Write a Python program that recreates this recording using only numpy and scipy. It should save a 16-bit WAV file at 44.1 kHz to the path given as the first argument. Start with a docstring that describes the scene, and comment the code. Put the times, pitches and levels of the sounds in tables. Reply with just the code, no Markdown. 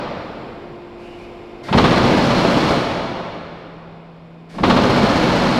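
"""Two bursts of drumming and stone clatter, about fifteen strokes a second, ring on in a large hall.
A hydraulic shake table rocks a stacked-stone wall in a steel frame: each stroke drums the frame
and sets the stones chattering. Between the bursts the hydraulics hum and hiss.
At the start, the echo of an earlier burst dies away."""
import sys
import numpy as np
from scipy import signal
from scipy.fft import rfft, irfft
from scipy.io import wavfile

SR = 44100
rng = np.random.default_rng(int(sys.argv[2]) if len(sys.argv) > 2 else 0)


def put_to_file(sound):
    """Save the sound as 16-bit audio at rate SR, in the file named by the first command-line argument."""
    columns = np.atleast_2d(sound).T  # one column per channel
    safe = np.clip(columns, -1, 1)
    whole_steps = np.round(safe * 32767)
    wavfile.write(sys.argv[1], SR, whole_steps.astype(np.int16))


N = 246519
T = np.arange(N) / SR
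HZ = np.fft.rfftfreq(N, 1 / SR)
STROKE_HZ = 15.1

# Runs of the shake table. Each row: start in seconds, wind-up in seconds, opening force in dB.
BURSTS = [(1.682, 0.054, -1), (4.539, 0.097, -2.5)]
# Loose blocks dropping back. Each row: time in seconds, knock level in dB, thump level in dB.
BLOCK_DROPS = [(2.446, -2, -20), (2.57, -13, -12), (4.906, -10.5, -11.5), (5.035, -17, -6)]
# Hiss of oil in a valve. Each row: frequency in Hz, relative level in dB.
VALVE_HISS = [(300, -30), (1500, 2), (3000, -3), (5000, -3.5), (6500, -13), (10000, -18.5), (15000, -33)]


def frame(drum_db=-18.5, boom_db=-16.5, wander_rad=0.41):
    """Each stroke drums the steel frame; its resonances sustain a few stroke multiples as a boom."""
    # Frame spectrum. Each row: frequency in Hz, relative level in dB.
    frame_shape = [(15, -35), (28, -0.5), (45, -8), (65, -9), (100, -0.5), (160, -2), (250, 3.5), (330, 1),
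                   (420, -3.5), (700, -8), (1200, -31), (4000, -100)]
    # Resonant harmonics. Each row: multiple of the stroke rate, relative level in dB.
    harmonics = [(3, -22.5), (9, -11.5), (12, -8.5), (13, -13), (16, -5), (21, -13)]
    drive = shaking(depth=1.4, fade_s=0.08, lead_s=0.0029, lag_s=0.039,
                    build_db_per_s=177, jolt_db=5.5, slope_db_per_s=-5)
    drum = amp(drum_db) * noise(spectrum(frame_shape)) * drive
    wander, boom = drift(hz=3.4), np.zeros(N)
    for multiple, db in harmonics:
        phase = 2 * np.pi * (multiple * STROKE_HZ * T + rng.random())
        boom += amp(db) * np.sqrt(2) * np.cos(phase + wander_rad * np.roll(wander, rng.integers(N)))
    boom *= amp(boom_db) * shaking(depth=0.65, fade_s=0.25, slope_db_per_s=-7)
    return hall(drum + thumps(), wet_db=-7) + boom


def stones(level_db=-22):
    """Loose stones chatter in a surge after each stroke."""
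    clatter = colour(contacts(per_s=2500, spread_db=2.5), stone_colour_db())
    return amp(level_db) * clatter * shaking(depth=2.5, fade_s=0.1, jolt_db=2.5, slope_db_per_s=0.7)


def slams(slam_db=-5.5, rise_s=0.0029):
    """Many stones land at once as a burst opens, brighter when harder; dropping blocks knock dully."""
    # Slams at the table's first turns. Each entry: seconds into the burst.
    slam_ages_s = [0, .043, .094, .158, .228, .291]
    out, t = np.zeros(N), T[:SR // 4]
    body_db = spectrum([(60, -13.5), (250, -7.5), (700, -4), (3500, -1.5), (9000, -15)])
    clatter = colour(contacts(per_s=6500, spread_db=-1.5), stone_colour_db() + body_db)
    hz = np.fft.rfftfreq(len(t), 1 / SR)
    octaves = np.log2(np.clip(hz, 300, 5000) / 1000)

    def blow(db, decay_s, tilt_db_per_oct, ring_hz):
        """A dying cluster of contacts, tinted by the part that is hit."""
        cluster = np.roll(clatter, rng.integers(N))[:len(t)]
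        tint_db = tilt_db_per_oct * octaves + resonance_db(ring_hz, width_hz=400, db=3, hz=hz)
        cluster = unit(irfft(rfft(cluster) * amp(tint_db), len(t)))
        return amp(db) * cluster * (1 - np.exp(-t / rise_s)) * np.exp(-t / decay_s)

    for start_s, wind_up_s, burst_db in BURSTS:
        for age_s in slam_ages_s:
            force_db = burst_db + opening_force_db(age_s, wind_up_s)
            slam = blow(slam_db + force_db, decay_s=0.023, tilt_db_per_oct=0.21 * force_db, ring_hz=1150)
            add(out, start_s + age_s, slam)
    for start_s, db, _ in BLOCK_DROPS:
        add(out, start_s, blow(db, decay_s=0.0099, tilt_db_per_oct=-7.5, ring_hz=515))
    return out


def thumps():
    """The table takes up its load as each burst opens; dropping blocks land with their weight."""
    # Heaves between the slams. Each row: seconds into the burst, pitch in Hz, relative level in dB.
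    heaves = [(.031, 186, -4.5), (0.067, 189, -2.5), (0.074, 60.7, -16), (0.118, 262, -10.5),
              (.135, 65, -25), (.171, 161, -9)]
    out = np.zeros(N)
    for start_s, wind_up_s, burst_db in BURSTS:
        for age_s, hz, db in heaves:
            add(out, start_s + age_s, thump(hz, db + burst_db + opening_force_db(age_s, wind_up_s)))
    for start_s, _, db in BLOCK_DROPS:
        add(out, start_s, thump(hz=229, db=db))
    return out


def thump(hz, db, swell_cycles=0.7):
    """A few heavy low cycles."""
    cycles = hz * T[:SR // 5]
    swell = cycles / swell_cycles
    return amp(db) * np.sin(2 * np.pi * cycles) * swell * np.exp(1 - swell)


def steel_ring(level_db=-9.5):
    """The clatter keeps the frame members ringing in sympathy."""
    # Member resonances. Each row: frequency in Hz, relative level in dB.
    modes = [(690, -43.5), (895, -43.5), (1210, -52), (1455, -32), (2229, -34), (3375, -40), (3827, -49.5),
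             (4190, -37), (4249, -42.5), (4497, -48), (4854, -39.5), (5458, -56)]
    rings = sum(amp(db) * fuzzy_tone(hz, width_hz=34) for hz, db in modes)
    return amp(level_db) * rings * shaking(depth=1.1, fade_s=0.04)


def shaking(depth, fade_s, lead_s=0, lag_s=0.028, build_db_per_s=400, jolt_db=0, slope_db_per_s=0):
    """Burst envelope: wind-up, jolt, run, fade. The surge at each stroke blurs as the stones loosen."""
    first_stroke_s, run_s, jolt_s, blur_s = 0.0907, 0.94, 0.033, 0.9
    swell_strokes, sag_strokes = 0.12, 0.15
    strength = np.zeros(N)
    for start_s, wind_up_s, _ in BURSTS:
        age_s = np.maximum(T - start_s - first_stroke_s, 0)
        stroke_phase = ((age_s + lead_s) * STROKE_HZ) % 1
        pulse = (1 - np.exp(-stroke_phase / swell_strokes)) * np.exp(-stroke_phase / sag_strokes)
        surge = 1 + depth * np.exp(-age_s / blur_s) * (pulse - pulse[age_s > 0].mean())
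        since_full_s = T - start_s - wind_up_s - lag_s
        db = build_db_per_s * np.minimum(since_full_s, 0)
        db += jolt_db * np.exp(-abs(since_full_s) / jolt_s)
        db += slope_db_per_s * np.minimum(age_s, run_s)
        strength += amp(db) * surge * np.exp(-np.maximum(age_s - run_s, 0) / fade_s)
    return strength


def opening_force_db(age_s, wind_up_s, build_db_per_s=240, hold_s=0.064, settle_db_per_s=64):
    """The opening blows grow, hold, then ease off as the wall settles."""
    early_s, late_s = max(wind_up_s - age_s, 0), max(age_s - wind_up_s - hold_s, 0)
    return -build_db_per_s * early_s - settle_db_per_s * late_s


def contacts(per_s, spread_db):
    """Random stone-on-stone clicks of unequal size."""
    clicks = (rng.random(N) < per_s / SR) * rng.choice([-1, 1], N)
    return clicks * amp(spread_db * np.minimum(rng.exponential(1, N), 3))


def stone_colour_db():
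    """The ring of the stacked stones: a broad spectrum with narrow resonances."""
    # Clatter spectrum. Each row: frequency in Hz, relative level in dB.
    stone_shape = [(15, -31), (30, -25), (80, -12.5), (160, 1.5), (300, -3), (550, -1), (1100, -3),
                   (1700, -9.5), (3000, -13), (4600, -17), (6000, -24.5), (8000, -33.5), (12000, -43),
                   (16000, -51)]
    # Stone resonances. Each row: centre in Hz, width in Hz, rise in dB.
    modes = [(484, 63, 2.2), (565, 34, 4.9), (681, 7.2, 9.1), (889, 35, 3.1), (1197, 53, 1.5),
             (3680, 89, 1.3), (4170, 114, 4.7), (4440, 60, 2.8), (5480, 130, 4.4)]
    return spectrum(stone_shape) + sum(resonance_db(*mode) for mode in modes)


def hydraulics(rush_db=-41, waver_rad=0.32, hold_flutter=0.036, release_s=0.05):
    """Pump rush and whine follow the load; the actuator sings one tone while it holds still."""
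    # Pump whine. Each row: frequency in Hz, level in dB before the load gain.
    partials = [(131, -62), (231.5, -51), (301.5, -57.5), (398.4, -54.5), (457.6, -56), (500.6, -55.5),
                (690, -55), (1022, -58.5), (1220, -68), (1398, -67), (1573, -68), (2096, -66.5),
                (2196, -65), (2476, -63.5), (2950, -86.5), (3571, -69.5), (7350, -86)]
    # Oil rushing through the pump. Each row: frequency in Hz, relative level in dB.
    oil_shape = [(15, -24), (28, -4.5), (70, -11), (150, -7.5), (300, -7), (700, -10), (1100, -17.5),
                 (1700, -25.5), (2500, -24), (3800, -32), (5200, -36), (6300, -49.5), (7300, -47),
                 (8200, -52.5), (15000, -61)]
    # Pump load. Each row: time in seconds, gain in dB.
    load = [(0, 7), (.85, 0.5), (1.1, 2), (1.6, 2.5), (4, -5)]
    # Actuator tones. Each row: start, end and swell in seconds, pitch in Hz, level in dB,
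    # octave in dB relative to the tone.
    hold_tones = [(.2, 1.8, 0.48, 350.2, -39.5, -21), (2.85, 4.7, .1, 165.8, -41.5, -20)]
    wander, whine = drift(hz=8), np.zeros(N)
    for hz, db in partials:
        whine += amp(db) * np.sin(2 * np.pi * hz * T + waver_rad * np.roll(wander, rng.integers(N)))
    pump = amp(rush_db) * noise(spectrum(oil_shape)) + np.sqrt(2) * whine
    out = pump * amp(np.interp(T, *np.transpose(load)))
    for start_s, end_s, swell_s, hz, db, octave_db in hold_tones:
        phase = 2 * np.pi * hz * T
        tone = np.sqrt(2) * (np.sin(phase) + amp(octave_db) * np.sin(2 * phase))
        gate = np.clip(np.minimum((T - start_s) / swell_s, (end_s - T) / release_s), 0, 1)
        out += amp(db) * tone * gate * (1 + hold_flutter * wander)
    return out


def valves():
    """Valves open just before each burst: oil spurts with a hiss and a fuzzy whistle."""
    # Each row: start in seconds, length in seconds, level in dB, whistle in Hz, whistle rise in dB.
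    spurts = [(1.628, 0.066, -41, 2080, 11), (4.484, 0.097, -49, 2210, 4)]
    out = np.zeros(N)
    for start_s, length_s, db, hz, whistle_db in spurts:
        size = int(length_s * SR)
        hiss = noise(spectrum(VALVE_HISS) + resonance_db(hz, width_hz=220, db=whistle_db))[:size]
        add(out, start_s, amp(db) * hiss * signal.windows.tukey(size, 0.4))
    return out


def squeals(hiss_db=-4.5):
    """Throttled oil squeals briefly: a rough whistle in a little hiss."""
    # Each row: start in seconds, length in seconds, level in dB, pitch in Hz.
    whistles = [(0.963, 0.15, -52, 2510), (0.994, 0.22, -53.5, 2900), (1.148, 0.14, -51, 2300)]
    out = np.zeros(N)
    for start_s, length_s, db, hz in whistles:
        size = int(length_s * SR)
        whistle = fuzzy_tone(hz, width_hz=130) + amp(hiss_db) * noise(spectrum(VALVE_HISS))
        add(out, start_s, amp(db) * whistle[:size] * signal.windows.tukey(size, 0.7))
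    return out


def earlier_echo(level_db=-25.5):
    """The hall still rings from a burst that has just ended, its treble already dull."""
    air_db = spectrum([(40, 13.5), (200, 1), (700, 0), (2000, -2.5), (5000, -6), (9000, -20)])
    return amp(level_db) * die_away(noise(stone_colour_db() + air_db))


def hall(x, wet_db, delay_s=0.014, build_s=0.015):
    """Direct sound plus the hall's diffuse tail, which swells in after it."""
    onset = 1 - np.exp(-np.maximum(T - delay_s, 0) / build_s)
    tail = die_away(rng.standard_normal(N)) * onset
    return x + amp(wet_db) * signal.fftconvolve(x, tail / np.linalg.norm(tail))[:N]


def die_away(x):
    """Each band fades at the hall's own rate."""
    # Reverberation. Each row: frequency in Hz, seconds to fall 60 dB.
    t60_s = [(40, 3.85), (150, 2.65), (500, 2.83), (1000, 2.8), (2000, 2.71), (4000, 2.3), (5500, 1.86),
             (7500, 1.54), (10000, 1.55), (15000, 1.02)]
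    hz, t, bands = signal.stft(x, SR, nperseg=512)
    decay = amp(-60 * t / spectrum(t60_s, hz)[:, None])
    return signal.istft(bands * decay, SR, nperseg=512)[1][:N]


def colour(x, db):
    """Minimum-phase filter with the given gain curve; unit rms out."""
    cepstrum = irfft(np.log(amp(db)), N)
    cepstrum[1:N // 2] *= 2
    cepstrum[N // 2:] = 0
    taps = irfft(np.exp(rfft(cepstrum)), N)[:8192]
    return unit(signal.fftconvolve(x, taps)[:N])


def noise(db):
    """Steady noise with the given spectrum, unit rms."""
    return unit(irfft(rfft(rng.standard_normal(N)) * amp(db), N))


def fuzzy_tone(hz, width_hz):
    """Noise in one narrow resonance."""
    return noise(-20 * np.log10(1 + ((HZ - hz) / width_hz) ** 2))


def drift(hz):
    """Random wander slower than about hz, unit rms."""
    return unit(irfft(rfft(rng.standard_normal(N)) * np.exp(-(HZ / hz) ** 2), N))


def spectrum(points, hz=HZ):
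    """Interpolates (Hz, value) rows on a log-frequency axis."""
    points_hz, values = np.transpose(points)
    return np.interp(np.log(hz + 1), np.log(points_hz + 1), values)


def resonance_db(centre_hz, width_hz, db, hz=HZ):
    """One resonance as a rise in dB."""
    return db / (1 + (2 * (hz - centre_hz) / width_hz) ** 2)


def amp(db):
    """Decibels to gain."""
    return 10 ** (np.asarray(db) / 20)


def unit(x):
    """Scales to unit rms."""
    return x / np.sqrt(np.mean(x ** 2) + 1e-20)


def add(mix, start_s, sound):
    """Mixes a sound in at start_s."""
    part = mix[max(round(start_s * SR), 0):][:len(sound)]
    part += sound[:len(part)]


def scene():
    """Wall, frame and hydraulics in the hall, mono."""
    wall = hall(stones() + steel_ring(), wet_db=-1.5) + hall(slams(), wet_db=-5.5)
    oil = hall(valves(), wet_db=7.5) + hall(squeals(), wet_db=-3.5) + hydraulics()
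    return (wall + frame() + oil + earlier_echo())[None]


def record(dry):
    """Rounds off the loudest peaks, then cuts the top treble."""
    ceiling, cutoff_hz = 0.98, 15700
    rounded = dry / (1 + (dry / ceiling) ** 6) ** (1 / 6)
    lowpass = signal.firwin(1023, cutoff_hz, window=("kaiser", 9), fs=SR)
    return signal.oaconvolve(rounded, lowpass[None], "same")


dry = scene()
out = record(dry)
put_to_file(out)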